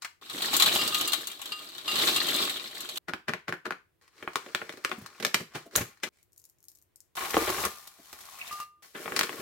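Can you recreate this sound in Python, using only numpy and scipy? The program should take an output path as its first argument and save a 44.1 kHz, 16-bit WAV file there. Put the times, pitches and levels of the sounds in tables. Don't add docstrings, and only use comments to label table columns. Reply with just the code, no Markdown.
import sys
import numpy as np
from scipy import signal
from scipy.fft import rfft, irfft
from scipy.io import wavfile

SR = 44100
rng = np.random.default_rng(int(sys.argv[2]) if len(sys.argv) > 2 else 0)


def materialize(psi):
    bounded = np.clip(np.atleast_2d(psi).T, -1, 1)
    quanta = np.round(bounded * 32767).astype(np.int16)
    wavfile.write(sys.argv[1], SR, quanta)


N = 414981
TIME = np.arange(N) / SR
LEAD = 600
LEAD_S = LEAD / SR
AIR_DB, AIR_SLOPE = -29, 0.36

# start in seconds, end in seconds.
PASSAGES = [(0, .21), (.21, 2.983), (3.05, 4.0), (4.0, 6.09), (6.12, 7.153), (7.153, 8.823), (8.823, 9.42)]
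# time in seconds, relative flow in dB.
POUR = [(.22, -54.5), (.42, -37), (.55, -35), (.78, -31), (1.0, -40), (1.18, -41.5), (1.29, -53),
        (1.55, -49.5), (1.83, -52), (1.93, -34), (2.07, -30.5), (2.18, -34.5), (2.42, -35.5), (2.67, -49),
        (2.98, -50.5)]
# frequency in hertz, relative level in dB.
SHELL = [(500, -25), (750, -10.5), (1200, -6), (2200, -11), (2900, -6), (3900, 0.5), (4700, -8),
         (5600, -15.5), (8000, -28)]
# frequency in hertz, relative level in dB.
SPLINTER = [(3800, -25), (5800, -4), (8300, 3), (9400, -8.5), (11000, -3.5), (12500, 0.5), (15800, -7.5)]
# frequency in hertz, relative level in dB.
BAG = [
    [(40, -27.5), (100, -16), (190, -10), (320, 0.5), (440, 1), (620, -7), (1000, -36.5)],
    [(400, -19), (650, -7), (900, -0.5), (1200, 2.5), (1500, 2.5), (2100, -0.5), (3400, -6), (4500, -21),
     (7000, -44.5)],
    [(2500, -30), (4200, -1.5), (6000, -5.5), (8000, -8.5), (10000, -13), (15500, -15)],
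]
# frequency in hertz, relative level in dB.
BALLS = [
    [(30, -25), (65, -4.5), (150, -14), (250, -2), (360, 7), (600, -2.5), (1000, -46.5)],
    [(400, -25), (720, 0.5), (1100, 3.5), (1700, -2), (2600, -5.5), (4000, -10), (6500, -49)],
    [(2500, -8.5), (4200, -3.5), (6000, -4), (9500, -6.5), (12500, -4.5), (15800, -8.5)],
]


def undb(db):
    return 10 ** (np.asarray(db) / 20)


def on_log(hz, points):
    f, v = np.transpose(points)
    return np.interp(np.log(hz + 1e-3), np.log(f), v)


def colour(x, points, size=1024):
    magnitude = undb(on_log(np.fft.rfftfreq(size, 1 / SR), points))
    cepstrum = irfft(np.log(magnitude))
    cepstrum[1:size // 2] *= 2
    cepstrum[size // 2 + 1:] = 0
    h = irfft(np.exp(rfft(cepstrum)))
    return signal.oaconvolve(x, h[None] / np.linalg.norm(h), axes=1)[:, :x.shape[1]]


def add(out, s, x):
    i = max(int(s * SR), 0)
    out[:, i:i + x.shape[1]] += x[:, :max(N - i, 0)]


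def pan(db):
    return undb(np.array([[db], [-db]]) / 2)


def noise(size, alike):
    shared = rng.standard_normal(size)
    return np.sqrt(alike) * shared + np.sqrt(1 - alike) * rng.standard_normal((2, size))


def diffuse(size):
    left, right = rfft(noise(size, 0))
    alike = 1 / (1 + (np.fft.rfftfreq(size, 1 / SR) / 600) ** 3)
    return irfft(np.array([left, alike * left + np.sqrt(1 - alike ** 2) * right]), size)


def moments(start, end, rate):
    count = max(int((end - start) * rate), 1)
    return start + (end - start) * (np.arange(count) + rng.random(count)) / count


def gain_of(curve):
    s, db = np.transpose(curve)
    inside = (TIME > s[0] - .007) & (TIME < s[-1] + .007)
    return undb(np.interp(TIME, s, db)) * inside


def contact(length, snap, alike, size=2800):
    t = (np.arange(size) - LEAD) / SR
    length = np.clip(length, 1e-4, .012)
    soft = length ** 2 / (length ** 2 + .007 ** 2)
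    scrape = .35 * soft * np.exp(-abs(t) / .003)
    flutter = np.exp(-abs(t) / length) * (1 - soft * np.exp(-abs(t) / 0.0057))
    x = noise(size, alike) * np.where(t < 0, scrape, flutter)
    x[0, LEAD + 3] += snap * (1 - soft)
    x[1, LEAD + rng.integers(1, 8)] += snap * (1 - soft)
    return x


def blow(db, spectrum, length, snap, alike):
    spot = np.exp(0.036 * rng.standard_normal())
    shifted = [(hz * spot, gain) for hz, gain in spectrum]
    x = colour(contact(length, snap, alike), shifted)
    return x * undb(db) / np.sqrt(np.mean(x[:, LEAD:LEAD + SR * 12 // 1000] ** 2))


def strike(body, thump_db, panel_db, crack_db, side_db, length, snap, thump_s):
    thump = blow(thump_db, body[0], length + thump_s, snap, 0.9)
    ring = blow(panel_db, body[1], length, snap, 0.46)
    crack = blow(crack_db, body[2], length, snap, 0.11)
    return thump + pan(side_db) * (ring + crack)


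def tilted(body, tilt_db):
    panels = [(hz, db + tilt_db * np.log2(hz / 1500)) for hz, db in body[1]]
    return [body[0], panels, body[2]]


def bump(db, hz):
    t = np.arange(SR // 8) / SR
    swell = t / 0.016 * np.exp(1 - t / 0.011)
    second_hz = hz * rng.uniform(0.49, 3.7)
    cycles = np.sin(2 * np.pi * hz * t) + 0.86 * np.sin(2 * np.pi * second_hz * t)
    return pan(0) * undb(db) * swell * cycles


def random_sizes(chance, spread_db):
    return undb(spread_db * np.minimum(-np.log(1 - chance), 4))


def grains(rate, spread_db, length, alike, hiss):
    chance = rng.random((int(rate * N / SR), 2))
    at = (chance[:, 0] * (N - 10)).astype(int)
    hits = np.bincount(at, random_sizes(chance[:, 1], spread_db) ** 2, N)
    power = signal.lfilter([1], [1, -np.exp(-1 / (length * SR))], hits)
    return noise(N, alike) * np.sqrt(power / power.mean() + hiss) / np.sqrt(1 + hiss)


def pings(gain, spectrum, rate, spread_db, ring_s, size=400):
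    chance = rng.random((int(rate * N / SR), 5))
    at = (chance[:, 0] * (N - size)).astype(int)
    heard = gain[at] > 0
    chance, at = chance[heard], at[heard]
    t = np.arange(size) / SR
    axis = np.linspace(spectrum[0][0], spectrum[-1][0], size)
    likely = np.cumsum(undb(2 * on_log(axis, spectrum)))
    hz = np.interp(chance[:, 1], likely / likely[-1], axis)
    decay = np.exp(-t / ring_s) * (1 - t / t[-1])
    strength = random_sizes(chance[:, 2], spread_db)
    rms = np.sqrt(np.mean(strength ** 2) * np.sum(decay ** 2) / 2 * rate / SR)
    strength = gain[at] * strength / rms
    index = (at[:, None] + np.arange(size)).ravel()
    channels = []
    for phase in chance[:, 3:].T:
        rings = strength[:, None] * decay * np.sin(2 * np.pi * (hz[:, None] * t + phase[:, None]))
        channels.append(np.bincount(index, rings.ravel(), N))
    return np.array(channels)


def rustle(curve, body, rate, spread_db, flex_db, flex_power, rub_db, crinkle_db, crinkle_power, side_db):
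    rub = gain_of(curve)
    top = undb(max(db for _, db in curve))
    flex = top * (rub / top) ** flex_power
    crinkle = top * (rub / top) ** crinkle_power
    low = flex * undb(flex_db) * colour(grains(140, 1.7, .007, .9, 0.21), body[0])
    slips = rub * undb(-2.0) * colour(grains(rate, spread_db, .0015, 1.0, .4), body[1])
    pops = pings(rub * undb(-5.5), body[1], rate=220, spread_db=3.0, ring_s=0.005)
    folds = colour(grains(2 * rate, spread_db, .0006, 0.033, 0.94), body[2])
    high = crinkle * undb(crinkle_db) * folds
    return low + pan(side_db) * (undb(rub_db) * (slips + pops) + high)


def crinkles(curve, body, rate, panel_db, crack_db, scatter_db):
    out = np.zeros((2, N))
    times = moments(curve[0][0], curve[-1][0], rate)
    levels = np.interp(times, *np.transpose(curve)) + scatter_db * rng.uniform(-2.5, 1, len(times))
    for s, db in zip(times, levels):
        panel = blow(db + panel_db, body[1], 0.0023, 2.9, 0.36)
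        crack = blow(db + crack_db, body[2], 0.0046, 6.4, .1)
        add(out, s - LEAD_S, pan(2) * (panel + crack))
    return out


def hush():
    # frequency in hertz, relative level in dB.
    quiet = [(15, -35.5), (25, -3.5), (87, 4), (217, -10), (335, -3), (863, -17), (1840, -18),
             (4370, -24.5), (6050, -27.5), (10400, -25.5), (16000, -22.5)]
    return undb(-74.5) * colour(noise(N, 0.19), quiet, size=4096)


def thin_bag():
    out = np.zeros((2, N))
    first = blow(-46.0, BAG[1], 0.015, 11, .55) + blow(-42.0, BAG[2], 0.0076, 9.7, .1)
    second = blow(-37.5, BAG[1], 0.007, 3.6, 0.32) + blow(-41, BAG[2], 0.005, 6, .1)
    add(out, .0219 - LEAD_S, pan(4) * first)
    add(out, .0472 - LEAD_S, pan(1.7) * second)
    return out


def clumps():
    times = moments(0, N / SR, rate=33)
    gain = undb(np.interp(TIME, times, 1.9 * rng.uniform(-2, 2, len(times))))
    return gain / np.sqrt(np.mean(gain ** 2))


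def cone_stream():
    # frequency in hertz, relative level in dB.
    heap = [(35, -32.5), (110, -12.5), (220, -6), (315, 3.5), (420, -3.5), (650, -7), (1100, -26.5)]
    flow = gain_of(POUR) * clumps()
    rattle = flow * undb(-1.0) * colour(grains(300, 3.3, .0052, .05, .3), SHELL)
    rings = pings(flow, SHELL, rate=720, spread_db=4.0, ring_s=0.0016)
    splinters = flow * undb(-3.5) * colour(grains(480, 4.1, 0.0022, 0.051, 0.31), SPLINTER)
    shake = flow * (flow / flow.max()) ** .03
    thud = shake * undb(-5.5) * colour(grains(120, 2.8, 0.0089, 0.93, 0.75), heap)
    return pan(1.3) * (rattle + rings + splinters) + thud


def shell_ring(db, t60, size=2200):
    t = np.arange(size) / SR
    hz = rng.uniform(2700, 4500, (3, 1))
    x = np.sin(2 * np.pi * (hz * t + rng.random((2, 3, 1)))).sum(axis=1)
    return x * undb(db - 60 * t / t60)


def landing_cones():
    # time in seconds, relative shell level in dB, relative splinter level in dB.
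    loudest = [(0.298, -35.5, -44.5), (0.4194, -40, -36), (0.538, -26.5, -31), (0.5655, -31, -22),
               (0.5991, -20.5, -25), (.6093, -25.5, -32), (0.6226, -17, -22.5), (0.6609, -20.5, -27.5),
               (0.7516, -34.5, -28.5), (.877, -29, -31), (.946, -24.5, -30), (1.011, -27.5, -30),
               (1.0764, -38, -29.5), (1.121, -31, -34), (1.1327, -24, -29), (1.2717, -37, -33.5),
               (1.3153, -42.5, -43.5), (1.4164, -38, -41), (1.4574, -36.5, -42.5), (1.5205, -33, -46),
               (1.7811, -39, -48), (1.8793, -29.5, -41.5), (1.9572, -26, -33.5), (1.9893, -27.5, -35),
               (2.0733, -26, -33.5), (2.162, -22.5, -29.5), (2.2026, -27, -51), (2.2687, -41, -38),
               (2.386, -27.5, -53), (2.4266, -26.5, -61), (2.4962, -30, -36.5), (2.5974, -38, -60),
               (2.7513, -46, -60), (2.8056, -40.5, -38.5), (2.8902, -36, -41), (2.9582, -40, -42.5),
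               (2.973, -32.5, -37)]
    out = np.zeros((2, N))
    times = moments(POUR[0][0], POUR[-1][0], rate=13)
    levels = np.interp(times, *np.transpose(POUR)) + 4 + 2 * rng.standard_normal(len(times))
    lesser = [(s, db, db - 9) for s, db in zip(times, levels)]
    for s, shell_db, splinter_db in loudest + lesser:
        side = pan(1.7 + 3.1 * rng.standard_normal())
        pitch = np.exp(0.057 * rng.standard_normal())
        shell = [(hz * pitch, db) for hz, db in SHELL]
        splinter = [(hz * pitch, db) for hz, db in SPLINTER]
        crack = blow(shell_db - 5, shell, 0.0085, 0.83, 0.04)
        crack = crack + blow(splinter_db - .5, splinter, 0.0052, 4.6, 0.053)
        add(out, s - LEAD_S, side * crack)
        add(out, s, side * shell_ring(shell_db, t60=0.035))
    return out


def bowl(clinks, modes, side_db, end_s):
    out, t = np.zeros((2, N)), np.arange(SR // 2) / SR
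    for s, db, hardness in clinks:
        for hz, mode_db, t60 in modes:
            lag = np.array([[0], [rng.uniform(0.067, 1)]])
            strength_db = db + mode_db + hardness * np.log2(hz / modes[0][0])
            add(out, s, np.sin(2 * np.pi * hz * t + lag) * undb(strength_db - 60 * t / t60))
    return pan(side_db) * out * (TIME < end_s)


def cone_bowl():
    # time in seconds, relative level in dB, hardness in dB per octave.
    clinks = [(.566, -42.5, 1), (.66, -43.5, 1.5), (.79, -30, 1), (.925, -27, -6.5), (.9648, -35.5, -16),
              (1.075, -35.5, 2), (1.52, -33.5, -1), (1.881, -30, 0.5), (2.162, -33.5, 0.5),
              (2.34, -33, -4.5)]
    # frequency in hertz, relative level in dB, time to fall by 60 dB in seconds.
    modes = [(1232, -6, .4), (1712, -25, .29), (2799, 1, .3), (4835, -6, .25), (7305, -13, .2),
             (10120, -17, .15), (11850, -17, .12)]
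    return bowl(clinks, modes, 1.0, PASSAGES[1][1])


def taps():
    # time in seconds, relative level in dB, time held in seconds, rebound in dB over springing back.
    finger_taps = [(3.084, -33.5, .0519, -31), (3.283, -27.5, 0.053, -26), (3.4817, -31, .0431, -9.5),
                   (3.6547, -32.5, .0529, -7.5)]
    # frequency in hertz, relative level in dB.
    tapped = [
        [(40, -22), (100, -11.5), (170, -3.5), (240, -3.5), (315, 2), (440, -2.5), (620, -8), (1000, -47.5)],
        [(400, -17.5), (650, -6.5), (880, -3.5), (1150, -1.5), (1490, 5.5), (1760, 2), (2200, -4), (3100, -9.5),
         (4400, -16), (7000, -35)],
        [(2500, -19.5), (4200, 2.5), (6000, -4), (8000, -11), (10000, -12.5), (15500, -19)],
    ]
    pad_lag_s, rebound_s, spring_back_db = 0.011, 0.015, -31.5
    out = np.zeros((2, N))
    for s, db, held, rebound_db in finger_taps:
        at = s - LEAD_S
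        nail = strike(tapped, db - 8, db - 3.0, db - 16.0,
                      side_db=3.5, length=0.0067, snap=7.8, thump_s=.01)
        pad = strike(tapped, db - 9, db - 7, db - 18.5,
                     side_db=6.0, length=0.0025, snap=12.6, thump_s=.01)
        add(out, at, nail)
        add(out, at + pad_lag_s, pad)
        add(out, s + pad_lag_s, bump(db - 22, hz=169.5))
        for lag, back_db in [(0, spring_back_db), (rebound_s, spring_back_db + rebound_db)]:
            back = strike(tapped, back_db - 9.5, back_db, back_db - 15.5,
                          side_db=3.0, length=0.0014, snap=7.2, thump_s=0.009)
            add(out, at + held + lag, back)
    return out


def paper_bag_handling():
    # time in seconds, relative effort in dB.
    effort = [(4.02, -64), (4.1, -74), (4.2, -58), (4.3, -60), (4.45, -55), (4.66, -55.5), (4.79, -59.5),
              (4.93, -56.5), (5.3, -59.5), (5.4, -59), (5.49, -67), (5.58, -51.5), (5.7, -72), (5.74, -51),
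              (5.9, -58.5), (6.0, -77.5), (6.07, -50)]
    out = rustle(effort, BAG, rate=220, spread_db=2, flex_db=2, flex_power=1.9, rub_db=-2.0,
                 crinkle_db=-4.5, crinkle_power=1.0, side_db=2.5)
    return out + crinkles(effort, BAG, rate=12, panel_db=6, crack_db=4.5, scatter_db=6)


def creases():
    # time in seconds, relative level in dB, crack in dB over that level, nominal contact in seconds.
    snaps = [(4.2264, -43.5, -19, .0045), (4.2765, -33, -39, 0.0018), (4.3571, -28, -7, 0.0023),
             (4.4631, -49, -10.5, .003), (4.5487, -27, -7.5, 0.0014), (4.6162, -37.5, -40, 0.0042),
             (4.6939, -39, -18.5, 0.0015), (4.7377, -53.5, -15, 0.0013), (4.7726, -53.5, -1.5, .005),
             (4.8485, -27.5, -7.5, 0.0013), (4.8941, -52.5, 3, .004), (4.9153, -32, -21, 0.0028),
             (8.9503, -41.5, -18, 0.011), (9.0578, -40.5, -25, 0.0035), (9.079, -36.5, -45, 0.0034),
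             (9.1216, -36, -34, .0017), (9.1637, -30, 1, 0.0053), (9.1919, -28, 2, .0033),
             (9.211, -27, -5, 0.00034), (9.2324, -32.5, -0.5, 0.0056), (9.2936, -37, -19, 0.0017)]
    out = np.zeros((2, N))
    for s, db, crack_db, length in snaps:
        body = tilted(BAG, .13 * (crack_db + 14))
        add(out, s - LEAD_S, strike(body, AIR_DB + AIR_SLOPE * db, db, db + crack_db,
                                    side_db=2.5, length=length, snap=6.7, thump_s=0.0056))
    return out


def load_shifts():
    # time in seconds, relative level in dB, pitch in hertz.
    shifts = [(4.921, -44, 231), (4.983, -44, 208), (5.016, -47, 167), (5.405, -42, 223),
              (5.562, -43, 149.7), (5.66, -47.5, 298), (5.765, -42, 94), (5.785, -40, 51.5),
              (5.809, -36.5, 115), (7.99, -55.5, 279)]
    out = np.zeros((2, N))
    for s, db, hz in shifts:
        scuff = [(hz / 4, -20), (hz, 0), (hz * 2, -8), (hz * 4, -30)]
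        add(out, s - .005, bump(db, hz))
        add(out, s - LEAD_S, blow(db - 2.5, scuff, 0.0093, 0.98, 1.0))
    return out


def snips():
    # time in seconds, relative level in dB, left minus right in dB, nominal contact in seconds.
    bites = [(5.2003, -42.5, -3, 0.0051), (5.2258, -37, -2, 0.0052), (5.2491, -25.5, -0.5, 0.0024),
             (5.266, -39.5, 7.5, 0.0017), (5.344, -22.5, -0.5, 0.0027), (5.399, -47.5, 5.5, 0.011),
             (5.5488, -37, 0.5, 0.022), (5.7549, -28.5, -2.5, 0.0054), (5.7752, -32.5, 1.5, 0.011),
             (5.8073, -37.5, 2.5, .012), (6.0339, -30.5, 5.5, 0.0067)]
    # frequency in hertz, relative level in dB.
    cut_bag = [
        [(35, -24.5), (90, -8), (200, -0.5), (380, 1.5), (600, -3), (1000, -34)],
        [(400, -32), (700, -1.5), (1200, -3), (1800, 2), (2700, -3), (3800, -6), (6000, -33.5)],
        [(2500, -27.5), (4200, 2.5), (6100, 2), (8500, -3.5), (11600, -9), (13500, -4), (15800, -18.5)],
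    ]
    open_s, open_db = 5.9, -2
    out = np.zeros((2, N))
    for s, db, side_db, length in bites:
        slowness = np.log2(length / 0.0022)
        thump_db = AIR_DB + 2.5 + AIR_SLOPE * db + open_db * (s > open_s)
        body = tilted(cut_bag, 2 - 1.4 * slowness)
        add(out, s - LEAD_S, strike(body, thump_db, db - .5, db - 2.0 - 1.8 * slowness,
                                    side_db, length, snap=2.8, thump_s=.0078))
    return out


def blades():
    # frequency in hertz, relative level in dB.
    steel = [(2500, -30), (4800, -15), (6100, 4), (6900, -2.5), (9300, -8), (10300, -4), (11600, 4),
             (13000, -8), (15800, -10)]
    out = np.zeros((2, N))
    add(out, 5.7611 - LEAD_S, pan(1.5) * blow(-21.0, steel, 0.0013, 3, 0.21))
    add(out, 5.764 - LEAD_S, pan(1.5) * blow(-37.5, steel, 0.012, 0.92, .2))
    return out


def finger_squeak():
    slide = np.interp(TIME, [6.12, 6.16, 6.21, 6.245], [0.087, 0.92, 0.8, 0.035], left=0, right=0)
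    squeak = [(900, -17), (1900, -13), (2250, -3.5), (2700, -15), (7000, -14), (14000, -22.0)]
    return undb(-70.5) * slide * colour(grains(399, 3.3, .001, 0.36, 0.3), squeak)


def foil_ticks():
    # time in seconds, relative level in dB.
    loud_ticks = [(6.2295, -46.5), (6.3325, -50), (6.3792, -38.5), (6.3939, -49), (6.4408, -41),
                  (6.4532, -40.5), (6.4984, -44), (6.6413, -44), (6.6842, -32.5), (6.756, -44),
                  (6.8244, -48), (6.9597, -39), (7.0045, -38.5)]
    # start in seconds, end in seconds, relative level of the small ticks in dB.
    squeezes = [(6.3, 6.501, -46.5), (6.58, 6.832, -44.5), (6.935, 7.023, -55.5)]
    # frequency in hertz, relative level in dB.
    foil = [(1000, -23.5), (3200, -20.5), (5000, -3.5), (7000, 1), (10000, -3), (13000, 2.5), (16000, -5.5)]
    out, ticks = np.zeros((2, N)), list(loud_ticks)
    for start, end, db in squeezes:
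        for s in moments(start, end, rate=45):
            off_centre = abs(2 * (s - start) / (end - start) - 1)
            ticks.append((s, db - 9 * off_centre + 2.5 * rng.standard_normal()))
    for s, db in ticks:
        add(out, s - LEAD_S, pan(5.5) * blow(db - 17.0, foil, .0006, 5.3, .2))
    return out


def wrapper_sliding():
    # time in seconds, relative flow in dB.
    slide_flow = [(7.16, -46.5), (7.28, -41.5), (7.38, -36), (7.46, -38.5), (7.53, -36.5), (7.655, -35),
                  (7.69, -50), (7.82, -61.5), (7.97, -68), (8.1, -60.5), (8.35, -55.5), (8.53, -52.5),
                  (8.63, -54), (8.68, -105)]
    out = rustle(slide_flow, BALLS, rate=170, spread_db=3.0, flex_db=-6, flex_power=1.9, rub_db=-1.5,
                 crinkle_db=-0.5, crinkle_power=0.77, side_db=3.0)
    return out + crinkles(slide_flow, BALLS, rate=16, panel_db=-3, crack_db=3.0, scatter_db=6)


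def drops():
    # time in seconds, relative knock in dB, relative thump in dB, nominal contact in seconds.
    tumbles = [(7.1726, -27, -53, 0.0099), (7.2064, -30, -53, 0.0075), (7.2233, -32.5, -44, 0.0089),
               (7.2495, -29.5, -66, 0.0066), (7.343, -23.5, -26.5, 0.0023), (7.3679, -17.5, -17.5, .002),
               (7.4204, -31, -30, 0.0044), (7.4755, -25, -30, 0.0097), (7.4927, -27, -30, 0.0054),
               (7.5861, -32, -35.5, 0.0056), (7.6383, -27, -51, 0.0062), (7.6546, -32, -35, 0.0068),
               (7.8741, -53, -84, .0049), (8.1288, -44, -53.5, 0.0052), (8.2072, -83, -67, 0.0096),
               (8.4775, -53, -78, 0.0064), (8.5234, -45, -60, 0.012), (8.6019, -45, -74, 0.0059)]
    wrapper_db = -41
    table_hz, table_give_db = 76.3, -39.5
    out = np.zeros((2, N))
    for s, knock_db, thump_db, length in tumbles:
        add(out, s - LEAD_S, strike(BALLS, thump_db - 2.5, knock_db - 6.5, wrapper_db + 0.08 * knock_db,
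                                    side_db=2.0, length=length, snap=7.2, thump_s=0.004))
        add(out, s, bump(min(thump_db - 7, table_give_db), table_hz))
    return out


def chocolate_bowl():
    # time in seconds, relative level in dB, hardness in dB per octave.
    clinks = [(7.368, -34.5, -13), (7.587, -48, -4), (7.656, -45.5, -7), (8.511, -37.5, -5),
              (8.526, -44, 3.5), (8.601, -35.5, -3)]
    # frequency in hertz, relative level in dB, time to fall by 60 dB in seconds.
    modes = [(1203, 0.5, 0.54), (1210, -19, .35), (2767, -7.5, 0.35), (4740, -17, 0.23), (7450, -26, .2)]
    settles_s, mute_s, mute_db = 8.63, 0.021, -9
    mute = undb(np.interp(TIME, [settles_s, settles_s + mute_s], [0, mute_db]))
    return mute * bowl(clinks, modes, 1.0, PASSAGES[5][1])


def wrapper_scuff():
    push = np.interp(TIME, [8.385, 8.415, 8.445, 8.51], [0, 0.71, 0.038, 0.37], left=0, right=0)
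    scuff = [(1600, -18), (2500, -1.5), (3400, -7), (4800, -27)]
    return pings(undb(-38.5) * push, scuff, rate=500, spread_db=3.5, ring_s=0.007)


def bag_lifting():
    # time in seconds, relative effort in dB.
    effort = [(8.83, -59), (8.93, -78), (8.97, -50), (9.18, -46), (9.28, -50), (9.41, -44.5)]
    body = [BAG[0], BAG[1], BALLS[2]]
    out = rustle(effort, body, rate=390, spread_db=-5.0, flex_db=4.5, flex_power=1.6, rub_db=-1.5,
                 crinkle_db=-2.0, crinkle_power=0.52, side_db=3.0)
    return out + crinkles(effort, BAG, rate=22, panel_db=0, crack_db=-9, scatter_db=6.5)


def room(x, early_db, late_db, early_s):
    # frequency in hertz, time to fall by 60 dB in seconds.
    decay_times = [(100, 0.16), (300, 0.2), (800, 0.23), (2000, 0.27), (5000, 0.25), (13000, 0.26)]
    # frequency in hertz, relative level in dB.
    scatter = [(200, -17), (700, 0.5), (16000, 2)]
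    t = np.arange(SR // 2) / SR
    hz = np.fft.rfftfreq(len(t), 1 / SR)
    white = rfft(diffuse(len(t)))
    tail = 0
    for k, (_, t60) in enumerate(decay_times):
        share = on_log(hz, [(f, j == k) for j, (f, _) in enumerate(decay_times)])
        tail = tail + irfft(white * share, len(t)) * undb(-60 * t / t60)
    tail = tail * (1 - np.exp(-t / 0.0045))
    early = colour(diffuse(len(t)) * np.exp(-t / early_s) * (t > .001), scatter)
    h = undb(early_db) * early / np.linalg.norm(early[0])
    h = h + undb(late_db) * tail / np.linalg.norm(tail[0])
    out = np.zeros((2, N))
    for start, end in PASSAGES:
        direct = x[:, int(start * SR):int(end * SR)]
        reflected = signal.fftconvolve(direct, h, axes=1)[:, :direct.shape[1]]
        add(out, start, direct + reflected)
    return out


def scene():
    dry = thin_bag() + cone_stream() + landing_cones()
    dry += taps() + paper_bag_handling() + creases() + load_shifts() + snips() + blades()
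    dry += finger_squeak() + foil_ticks()
    dry += wrapper_sliding() + drops() + wrapper_scuff() + bag_lifting()
    china = cone_bowl() + chocolate_bowl()
    return china + room(dry, early_db=-5.0, late_db=-8.5, early_s=0.0096) + hush()


def record(dry):
    # frequency in hertz, relative level in dB.
    place = [(30, -8), (70, 0.5), (115, 0.5), (180, 2.5), (260, -1.5), (340, 1.5), (520, -0.5), (730, 1.5),
             (860, 1.5), (1050, 3.5), (1300, 0.5), (2000, 2), (16000, 0)]
    low_pass = signal.ellip(10, .2, 70, 16000, fs=SR, output="sos")
    return signal.sosfilt(low_pass, colour(dry, place, size=4096))


dry = scene()
out = record(dry)
materialize(out)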